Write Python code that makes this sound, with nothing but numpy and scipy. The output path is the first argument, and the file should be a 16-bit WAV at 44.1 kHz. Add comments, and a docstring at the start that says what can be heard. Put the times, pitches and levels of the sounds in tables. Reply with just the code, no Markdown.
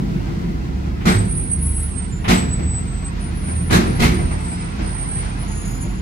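"""An electric pickup with a loaded trailer creeps onto a truck scale under a canopy, heard from the cab.
Tyre rumble, a tread drone, road hiss and a faint shimmer (shaped noise, tone, tiny tones) join a hum.
Dull knocks start just before 1 s; then plates grate and slam four times from 1 s to 4 s:
bouncing contacts excite noisy steel clangs, chassis thuds and ringing modes, and low sine tones follow.
From the first slam on, thin brake squeals hop between gliding tones; road hiss swells near 4 s."""
import sys
import numpy as np
from scipy import signal
from scipy.fft import rfft, irfft
from scipy.io import wavfile

SR = 44100
rng = np.random.default_rng(int(sys.argv[2]) if len(sys.argv) > 2 else 0)


def store_pcm(level_fs):
    """Save levels as 16-bit WAV."""
    pcm = np.round(np.clip(level_fs, -1, 1) * 32767).astype(np.int16)
    wavfile.write(sys.argv[1], SR, np.atleast_2d(pcm).T)


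N = 265041
TIME = np.arange(N) / SR

# likeness of the cab's noise at the two microphones: in step in the bass, opposed in the middle
# (frequency [Hz], correlation [-1 to 1])
EAR_LIKENESS = [(40, 0.94), (200, 0.88), (290, 0.4), (400, 0.048), (540, -0.54), (750, -0.43),
                (1150, -0.73), (1750, -0.51), (2050, 0.55), (2450, 0.25), (2950, 0.077), (3500, -0.22),
                (4500, 0.07), (5700, -0.12), (8000, -0.024)]

# rolling levels before each layer's trim
# (time [s], rumble level [dB], road hiss level [dB], body boom level [dB])
ROLLING_LEVELS = [(0, -26.5, -36.5, -22), (.9, -29.5, -39.5, -26.5), (1.35, -24, -40.5, -27.5),
                  (1.8, -30, -40, -31), (2.6, -22, -38.5, -28.5), (3.05, -28.5, -37, -30.5),
                  (3.6, -26, -36.5, -28.5), (4.0, -18, -31.5, -26), (4.45, -27.5, -34, -29),
                  (5.3, -26.5, -34.5, -31.5), (6, -26.5, -37, -28.5)]
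# colour of the tyre rumble (frequency [Hz], relative level [dB per Hz])
RUMBLE_COLOUR = [(18, -18), (30, -12), (38, -4), (55, 5.5), (75, 2.5), (105, 3), (130, 1.5), (185, -4),
                 (250, -14.5), (350, -21), (500, -18), (900, -97)]
# colour of the body panels' share of the rumble (frequency [Hz], relative level [dB per Hz])
BODY_COLOUR = [(90, -28), (140, 0.5), (178, 5), (240, -8), (340, -7.5), (420, -16.5), (600, -22.5),
               (1200, -50.5)]
# colour of the road hiss (frequency [Hz], relative level [dB per Hz])
HISS_COLOUR = [(200, -32), (420, 4), (600, 1), (900, 5), (1600, 2), (2200, -1), (3100, -4.5), (5200, -8),
               (6500, -12.5), (10000, -21.5), (13800, -36), (15000, -40)]
# air resonances of the cab that colour the rolling noise (centre [Hz], width [Hz], lift [dB])
CAB_MODES = [(196.7, 41, 3), (257.8, 22.7, 7), (345, 32, 4), (449, 32, 3.5), (710, 63, 5), (965, 45, 5),
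             (1355, 60, 5.5), (2015, 75, 2)]
# tread blocks meeting the road at a rate that follows speed (time [s], pitch [Hz], level [dB])
TREAD_COURSE = [(0, 60.85, -40), (.85, 69.4, -28.5), (1.8, 73.4, -27.5), (3.0, 76, -29.5), (3.6, 78.2, -25),
                (4.4, 79.77, -32), (6, 76, -38)]
# the drone swells once in each wheel turn; one such swell peaks at SWELL_S
BLOCKS_PER_TURN, SWELL_S, SWELL_DB = 67.8, 0.77, 4
# largest delay of a shimmer tone between the microphones
PORT_LAG_S = 19 / SR
# centre of each wavering compressor tone (pitch [Hz], level [dB])
HUM_TONES = [(46.2, -30), (124, -41)]

# dull knocks of trailer and plates, some of them late bounces after the slams (time [s], level [dB])
DULL_KNOCKS = [(0.852, -32), (2.41, -30), (2.59, -24.5), (2.625, -31), (3.48, -25), (3.504, -35),
               (3.783, -16.5), (3.855, -21), (4.141, -30), (4.19, -24), (4.31, -22.5), (4.79, -23),
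               (4.815, -32.5)]
# colour of a knock (frequency [Hz], relative level [dB per Hz])
KNOCK_COLOUR = [(120, 16), (280, 21), (550, 8.5), (900, 4.5), (2200, 0), (3800, -16.5), (5500, -12),
                (12000, -37)]

# the tyre presses a plate onto its seat just before it slams (time [s], level [dB])
PLATE_SCUFFS = [(1.005, -31.5), (2.241, -21.5), (3.696, -21.5)]
# colour of a scuff (frequency [Hz], relative level [dB per Hz])
SCUFF_COLOUR = [(150, 3), (500, 0), (800, 7.5), (1500, 1), (2400, 0), (3700, -7), (4500, -21), (12000, -33)]

# a wheel drops on a loose plate
# (time [s], clang level [dB], thud level [dB], slowness of the bounces [factor],
#  pitch favoured by the strike point [Hz], brightness [dB per octave], extra clang of first touch [dB])
PLATE_SLAMS = [(1.053, -11, -14, 0.88, 1370, 0.1, -0.5), (2.279, -10.5, -13, 0.88, 2700, 0.56, 2),
               (3.705, -10, -11, 1.0, 1500, 0.9, -1), (3.996, -11, -12, 1.15, 2400, 1, -1.5)]
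# bounce pattern shared by all slams, before slowness and scatter
# (time after the first touch [s], clang change [dB], thud change [dB])
PLATE_BOUNCES = [(0, -3.5, -4), (.017, -1, -0.5), (.031, -3.5, -5), (.052, -7.5, -5.5), (.1, -15, -8),
                 (.17, -43, -8)]
# colour of a plate's dense higher modes (frequency [Hz], relative level [dB per Hz])
CLANG_COLOUR = [(200, -28), (400, -1), (580, -1), (720, 5.5), (1050, 4.5), (1550, 3.5), (2150, 1),
                (2800, -4.5), (3900, -4), (5000, -7.5), (6500, -11), (10000, -15), (14000, -22),
                (15500, -55)]
# colour of the thud that comes through the chassis (frequency [Hz], relative level [dB per Hz])
THUD_COLOUR = [(22, -40), (60, -12), (120, 1), (185, 3.5), (250, -2), (320, -5), (380, -5), (470, -10.5),
               (600, -21.5), (1200, -73)]
# strongest ringing modes of a plate (pitch [Hz], relative level [dB], decay t60 [s])
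PLATE_MODES = [(189.7, 0, 0.35), (215.3, -2, 0.26), (251, -8, 0.32), (276, -8, 0.33), (355.6, -11, 0.76),
               (384, -12.5, 0.37), (466, -13.5, 0.43), (698, -7, 0.35), (1310, -8, 0.24), (2060, -10, 0.23),
               (2290, -17, 0.17)]
RING_SIZE = 2 ** 15  # length of a plate or chassis response [samples]

# low ringing tones that follow each slam (time [s], pitch [Hz], level [dB], decay t60 [s])
LOW_TONES = [(1.066, 182.7, -6, 0.26), (1.088, 346, -15, .14), (1.149, 103, -9, 0.5), (2.289, 83, -17, 0.3),
             (2.293, 183.8, -10, 0.51), (2.3, 54, -11, 0.23), (2.32, 257.4, -18, .4),
             (3.71, 108, -12.5, 0.43), (3.745, 184.8, -10, 0.37), (3.787, 344, -13.5, 0.12),
             (4.004, 181, -13.5, 0.55), (4.026, 66, -12.5, 0.86), (4.135, 349, -19, .25),
             (4.188, 348.3, -18, 0.18)]

# the dragging brakes ring in one mode after another
# (chatter [0 to 1], left minus right [dB], lag at the left microphone [s],
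#  course as rows of (time [s], pitch [Hz], level before trim [dB]))
BRAKE_SQUEALS = [ (0.16, -7, 0.000398, [(1.083, 8000, -37), (1.152, 8220, -32.5), (1.182, 8180, -28.5),
                 (1.212, 8230, -27.5), (1.327, 8180, -55)]), (1, -3, 0.000407, [(1.192, 8900, -59),
                 (1.287, 8780, -31.5), (1.407, 8750, -26.5), (1.467, 8770, -31), (1.537, 8800, -26),
                 (1.716, 8840, -62)]), (0.69, 0, .00039, [(1.232, 10570, -65), (1.277, 10340, -47),
                 (1.367, 10270, -29), (1.412, 10270, -39), (1.437, 10270, -33), (1.586, 10320, -42.5),
                 (1.601, 10260, -37), (1.626, 10360, -25.5), (1.696, 10350, -28.5), (1.755, 10350, -35),
                 (1.836, 10430, -31.5), (2.01, 10510, -60), (2.28, 10400, -53)]),
                 (0.1, -8, 0.000396, [(1.442, 8240, -58), (1.507, 8190, -41), (1.586, 8260, -58),
                 (1.641, 8190, -33), (1.691, 8200, -41), (1.796, 8195, -33), (1.936, 8240, -52)]),
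                 (0.43, -10.5, 0.000385, [(1.891, 8610, -66), (1.911, 8650, -35.5), (1.941, 8500, -40),
                 (1.995, 8530, -26.5), (2.2, 8470, -69)]), (0.36, -5, .00042, [(2.09, 7400, -73),
                 (2.13, 7140, -39), (2.17, 7130, -45), (2.23, 7190, -64)]),
                 (0.093, -1, 0.000396, [(2.345, 7950, -34), (2.385, 8030, -26.5), (2.494, 7880, -42),
                 (2.539, 7970, -24.5), (2.604, 7930, -50), (2.629, 7990, -39), (2.784, 7997, -28.5),
                 (2.849, 8130, -47), (2.973, 8050, -37.5), (3.033, 8050, -41), (3.068, 8110, -30.5),
                 (3.138, 8150, -68)]), (0.3, -0.5, 0.0003986, [(3.193, 9400, -52), (3.233, 9230, -36.5),
                 (3.407, 9280, -52), (3.447, 9320, -35), (3.512, 9290, -30.5), (3.632, 9370, -45),
                 (3.727, 9320, -31.5), (3.816, 9450, -42)]), (0.1, -1, .00039, [(3.322, 10500, -67),
                 (3.367, 10760, -38.5), (3.407, 10710, -42), (3.497, 10740, -70)]),
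                 (0.26, -6.5, 0.00041, [(3.392, 8780, -66), (3.427, 8770, -45), (3.612, 8730, -34),
                 (3.677, 8900, -64)]), (0.1, -6, .00039, [(3.542, 10440, -66), (3.642, 10410, -43),
                 (3.697, 10340, -45)]), (0.2, 5, 0.00041, [(3.821, 8830, -51), (3.881, 8950, -34.5),
                 (3.996, 8970, -53)]), (0.1, 1, 0.0004, [(3.861, 10360, -49), (3.956, 10550, -40),
                 (3.996, 10580, -39)]), (0.59, 1, 0.000398, [(4.111, 9460, -50), (4.185, 9260, -35.5),
                 (4.29, 9360, -52), (4.385, 9200, -70)]), (0.52, -4, 0.00041, [(4.121, 8760, -42),
                 (4.34, 8760, -36.5), (4.405, 8660, -54), (4.42, 8730, -54)]),
                 (0.36, -3.5, .00041, [(4.3, 8380, -52), (4.35, 8470, -42), (4.48, 8280, -32),
                 (4.649, 8580, -34.5), (4.779, 8500, -58)]), (0.2, 0, 0.000398, [(4.624, 9400, -64),
                 (4.659, 9380, -59), (4.779, 9540, -56)]), (1, -4.5, .000397, [(4.814, 8830, -46),
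                 (4.879, 8790, -36.5), (4.954, 8810, -34.5), (5.01, 8750, -28), (5.075, 8745, -33),
                 (5.145, 8670, -26.5), (5.2, 8740, -31.5), (5.258, 8720, -37.5), (5.418, 8770, -52)]),
                 (0.66, -1, .000394, [(5.353, 10000, -60), (5.403, 10020, -37.5), (5.463, 9920, -45.5),
                 (5.552, 10070, -37.5), (5.777, 10000, -48), (5.817, 10150, -41), (6.001, 10120, -56.5)]),
                 (0.11, -3.5, 0.000415, [(5.433, 6780, -66), (5.488, 6690, -43), (5.837, 6760, -43.5),
                 (5.961, 6800, -53), (6.001, 6760, -42.5)]), (0.1, 0, .000383, [(5.612, 11640, -63),
                 (5.712, 11640, -43), (5.802, 11620, -55), (5.847, 11700, -53)]),
                 (0.92, -4, .00042, [(4.52, 5010, -54), (4.57, 5040, -47), (4.63, 5020, -51)]),
                 (1, -2, 0.00043, [(4.82, 5100, -62), (4.87, 5050, -53), (4.94, 5050, -62)]),
                 (1, -4, .00042, [(5.63, 5020, -60), (5.72, 5080, -55), (5.82, 5080, -62)]),
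                 (0.89, -1, 0.000384, [(5.4, 13300, -64), (5.6, 13300, -62), (5.95, 13520, -65)])]
# moments when the pad grabs and the squeal flares (time [s], level [dB])
PAD_GRABS = [(1.616, -15), (1.762, -13.5)]
WALL_T60_S, WALL_DB = 0.18, -10  # reflections of the squeal
TOP_HZ = 15700  # where the treble is cut


def undb(db):
    """Decibels to gain."""
    return 10 ** (np.asarray(db) / 20)


def unit(x):
    """Scale to rms 1."""
    return x / np.sqrt(np.mean(x ** 2))


def curves(rows):
    """The columns of a table, joined by straight lines in time."""
    times, *columns = np.transpose(rows)
    return [np.interp(TIME, times, column) for column in columns]


def fade(t, t60):
    """Exponential decay that starts at t = 0 and falls 60 dB in t60 seconds."""
    return (t >= 0) * np.exp(-np.log(1000) * np.maximum(t, 0) / t60)


def walk(rate_hz):
    """Smooth random wandering with spread 1 that changes about rate_hz times a second."""
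    hz = np.fft.rfftfreq(N, 1 / SR)
    noise = rfft(rng.standard_normal(N))
    return unit(irfft(noise * np.exp(-(hz / rate_hz) ** 2), N))


def convolve(x, response):
    """Play a signal through a two-channel response."""
    return signal.fftconvolve(np.atleast_2d(x), response, axes=1)[:, :N]


def coloured(points, db, hz):
    """Read a colour table at the given frequencies, along a logarithmic frequency axis."""
    return np.interp(np.log(hz), np.log(points), db)


def field(spectrum, size=N):
    """Coloured noise filling the cab, as the two microphones hear it."""
    hz = np.fft.rfftfreq(size, 1 / SR) + 1e-3  # keeps the logarithm finite at zero
    mid, side = rfft(rng.standard_normal((2, size)))
    alike = np.clip(np.interp(hz, *np.transpose(EAR_LIKENESS)), -0.98, 0.98)
    # the shared part meets an opposed part in the ratio that gives the wanted correlation
    opposed = side * np.array([[1], [-1]])
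    ports = np.sqrt(1 + alike) * mid + np.sqrt(1 - alike) * opposed
    points, db = np.transpose(spectrum)
    return unit(irfft(ports * undb(coloured(points, db, hz)), size))


def panned(x, left_db):
    """Set the left-minus-right level; negative values lean to the right."""
    return x * undb(np.array([[left_db], [-left_db]]) / 2)


def strikes(times, db, rattle=0.43, rattle_t60=0.14, count=12):
    """A sharp contact for each blow, then a spray of small chattering ones."""
    force = np.zeros(N)
    chances = rng.random((len(times), 2, count))
    for s, gain, (delay_chance, size_chance) in zip(times, undb(db), chances):
        after = delay_chance * rattle_t60 / 2
        force[int(s * SR)] += gain
        small = gain * rattle * (2 * size_chance - 1) * fade(after, rattle_t60)
        force[((s + after) * SR).astype(int)] += small
    return force


def tyres(grain_db=0.36, sway_db=0.5, rumble_gain_db=0.0, body_gain_db=-2.5, hiss_gain_db=-2.5):
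    """Rumble and panel boom through the body, the tread drone, and hiss thrown back by the booths."""
    rumble_db, hiss_db, body_db = curves(ROLLING_LEVELS)
    rumble = field(RUMBLE_COLOUR) * undb(rumble_db + rumble_gain_db + sway_db * walk(5.3))
    body = field(BODY_COLOUR) * undb(body_db + body_gain_db + sway_db * walk(9.3))
    hiss_motion_db = grain_db * walk(78) + 0.9 * walk(8.0)
    hiss = field(HISS_COLOUR) * undb(hiss_db + hiss_gain_db + hiss_motion_db)
    return cab(panned(rumble + drone(), -1.7) + panned(body, 0.91) + hiss)


def drone(waver_hz=1.13, waver_db=2.0):
    """The tread hums at a pitch that follows speed, and swells with each turn of the wheel."""
    hz, db = curves(TREAD_COURSE)
    turns = np.cumsum(hz) / SR / BLOCKS_PER_TURN
    turns_from_swell = turns - np.interp(SWELL_S, TIME, turns)
    swell_db = SWELL_DB * np.cos(2 * np.pi * turns_from_swell)
    cycles = np.cumsum(hz + waver_hz * walk(3.4)) / SR
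    return unit(np.sin(2 * np.pi * cycles)) * undb(db + swell_db + waver_db * walk(6.8))


def cab(x):
    """The cab's air lifts the sound around each of its resonances."""
    hz = np.fft.rfftfreq(N, 1 / SR)
    lift_db = sum(db / (1 + (2 * (hz - centre) / width) ** 2) for centre, width, db in CAB_MODES)
    return irfft(rfft(x) * undb(lift_db), N)


def shimmer(db=-8, low_hz=600, high_hz=2800, t60=0.18, scatter_db=5, tilt=0.1, count=1500):
    """A faint shimmer of many tiny, short tones, its level following the road hiss."""
    t = TIME[:SR // 20]  # each tone is cut off after 50 ms
    out = np.zeros((2, N))
    for when, pitch, size, angle in rng.random((count, 4)):
        hz = low_hz * (high_hz / low_hz) ** pitch
        ports = np.array([t, t - (2 * angle - 1) * PORT_LAG_S])
        start = int(when * (N - len(t)))
        gain = undb(scatter_db * size) * hz ** -tilt
        out[:, start:start + len(t)] += gain * np.sin(2 * np.pi * hz * ports) * fade(ports, t60)
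    hiss_db = curves(ROLLING_LEVELS)[1]
    return unit(out) * undb(db + hiss_db)


def compressor(waver_hz=0.56, waver_db=2.5):
    """The cooling compressor's low tones hold on, wavering a little in pitch and level."""
    hum = np.zeros(N)
    for hz, db in HUM_TONES:
        cycles = np.cumsum(hz + waver_hz * walk(2.34)) / SR
        hum += unit(np.sin(2 * np.pi * cycles)) * undb(db + waver_db * walk(7.4))
    return panned(hum, -6.0)


def knocks(t60=0.35, rise_t60=0.022):
    """Trailer and plates knock dully, some as late bounces after the slams: soft-edged noise bursts."""
    t = TIME[:SR]
    knock = field(KNOCK_COLOUR, size=SR) * fade(t, t60) * (1 - fade(t, rise_t60))
    return convolve(strikes(*np.transpose(DULL_KNOCKS)), knock)


def scuffs(t60=0.3, rise_t60=0.034):
    """Steel grates briefly on its seat as the wheel reaches the plate."""
    t = TIME[:SR]
    scrape = field(SCUFF_COLOUR, size=SR) * fade(t, t60) * (1 - fade(t, rise_t60))
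    return convolve(strikes(*np.transpose(PLATE_SCUFFS)), scrape)


def blows(scatter_s=0.0015):
    """The patterned bounces of every slam, scattered: (s, clang dB, thud dB, favoured Hz, brightness)."""
    rows = []
    for s, clang, thud, slowness, ring_hz, tilt, touch in PLATE_SLAMS:
        for delay, clang_change, thud_change in PLATE_BOUNCES:
            # the first touch is exactly on time and has its own extra clang
            when = s + slowness * delay + scatter_s * rng.standard_normal() * (delay > 0)
            clang_db = clang + clang_change + touch * (delay == 0)
            rows.append((when, clang_db, thud + thud_change, ring_hz, tilt))
    return rows


def struck(spectrum, ring_hz, tilt_db, ring_db=3.5, ring_octaves=0.37, patchy_db=2.5, count=90):
    """Each strike point favours the plate's modes around one pitch, and sounds brighter or duller."""
    points, db = np.transpose(spectrum)
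    hz = np.geomspace(points[0], points[-1], count)
    octaves = np.log2(hz / ring_hz)
    colour_db = ring_db * np.exp(-(octaves / ring_octaves) ** 2) + tilt_db * octaves
    uneven_db = patchy_db * rng.standard_normal(count)
    return np.transpose([hz, coloured(points, db, hz) + colour_db + uneven_db])


def clangs(t60=0.26, rise_t60=0.034, canopy_t60=0.79, canopy_db=-13, clang_db=-2.0,
           canopy_hz=6000, grain_db=0.6):
    """Each blow rings a plate's dense modes with a rattling grain; the canopy adds a longer, duller tail."""
    t, out = TIME[:RING_SIZE], np.zeros((2, N))
    dull = signal.butter(1, canopy_hz, fs=SR, output="sos")
    reflected = signal.sosfilt(dull, field(CLANG_COLOUR, size=RING_SIZE))
    echo = undb(canopy_db) * reflected * fade(t, canopy_t60)
    for s, db, _, ring_hz, tilt in blows():
        plate = field(struck(CLANG_COLOUR, ring_hz, tilt), size=RING_SIZE) * fade(t, t60)
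        # the plates lie out of sight under the truck, so their sound builds up by reflection
        steel = (plate + echo) * (1 - fade(t, rise_t60))
        span = slice(int(s * SR), int(s * SR) + RING_SIZE)
        out[:, span] += convolve(strikes([s], [db])[span], steel)[:, :RING_SIZE]
    return undb(clang_db + grain_db * walk(78)) * out


def thuds(rise_t60=0.0035, ring_db=-9.5, t60=0.44, thud_db=-0.5, across_s=0.00037):
    """The chassis carries each blow as a thud, with the plate's strongest modes ringing on."""
    times, _, db, _, _ = np.transpose(blows())
    t = TIME[:RING_SIZE]
    body = field(THUD_COLOUR, size=RING_SIZE) * fade(t, t60)
    # standing waves across the cab put the two microphones out of step
    ports = np.array([t, t - across_s])
    ring = sum(undb(gain_db) * np.sin(2 * np.pi * hz * ports) * fade(ports, decay)
               for hz, gain_db, decay in PLATE_MODES)
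    response = (undb(thud_db) * body + undb(ring_db) * ring) * (1 - fade(t, rise_t60))
    return panned(convolve(strikes(times, db), response), -0.5)


def low_ringing(rise_t60=0.011):
    """Low ringing tones follow each slam, each a decaying sine with a soft onset."""
    ringing = np.zeros(N)
    for s, hz, db, t60 in LOW_TONES:
        t = TIME - s
        envelope = fade(t, t60) * (1 - fade(t, rise_t60))
        ringing += undb(db) * np.sin(2 * np.pi * hz * t) * envelope
    return panned(ringing, -3.5)


def brakes(clean_hz=3, chatter_hz=36, slip_hz=70, jitter_hz=4, chatter_jitter_hz=22, wander_hz=5,
           squeal_db=-0.5, flutter_db=2.5, throb_db=2.5):
    """Squeals hop from mode to mode and throb as the pad chatters; reflections flutter between the ears."""
    slip = np.sin(2 * np.pi * np.cumsum(slip_hz * (1 + 0.159 * walk(25.5))) / SR)
    jitter = walk(120.0)
    # pitch shake in Hz: a part in every squeal, and a part that grows with its chatter
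    smooth = clean_hz * slip + jitter_hz * jitter + wander_hz * walk(9.6)
    rough = chatter_hz * slip + chatter_jitter_hz * jitter
    dry = np.zeros((2, N))
    for chatter, left_db, lag, rows in BRAKE_SQUEALS:
        throb = undb(throb_db * chatter * slip)
        dry += panned(squeal(rows, smooth + chatter * rough, lag) * throb, left_db)
    # pad pressure is never quite even
    dry = dry * undb(squeal_db + flutter_db * walk(42)) + grabs(jitter)
    walls = rng.standard_normal((2, SR // 2)) * fade(TIME[:SR // 2], WALL_T60_S)
    walls = walls / np.sqrt(np.sum(walls[0] ** 2))
    return dry + undb(WALL_DB) * convolve(dry[1], walls)


def squeal(rows, shake_hz, lag_s, edge_s=0.0025):
    """One friction-driven brake mode swells and bends with pad pressure, shaken by the slipping pad."""
    hz, db = curves(rows)
    start_s, end_s = rows[0][0], rows[-1][0]
    gate = np.clip(np.minimum(TIME - start_s, end_s - TIME) / edge_s, 0, 1)
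    # it comes from the right, so the left microphone's phase is late
    cycles = np.cumsum(hz + shake_hz) / SR - hz * np.array([[lag_s], [0]])
    return np.sqrt(2) * np.sin(2 * np.pi * cycles) * undb(db) * gate


def grabs(jitter, hz=10380, spread_hz=70, t60=0.08, rise_t60=0.026):
    """The pad catches for an instant and its squeal flares into a rough burst."""
    flare = sum(undb(db) * fade(TIME - s, t60) * (1 - fade(TIME - s, rise_t60)) ** 2
                for s, db in PAD_GRABS)
    return flare * np.sin(2 * np.pi * np.cumsum(hz + spread_hz * jitter) / SR)


def scene():
    """Everything that reaches the cab."""
    rolling = tyres() + shimmer() + compressor()
    slams = scuffs() + clangs() + thuds() + low_ringing()
    return rolling + knocks() + slams + brakes()


def record(dry):
    """The microphones' electronics round the highest peaks and cut the top."""
    rounded = dry / (1 + dry ** 6) ** (1 / 6)
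    treble_cut = signal.ellip(8, 0.2, 70, TOP_HZ, fs=SR, output="sos")
    return signal.sosfilt(treble_cut, rounded)


dry = scene()
out = record(dry)
store_pcm(out)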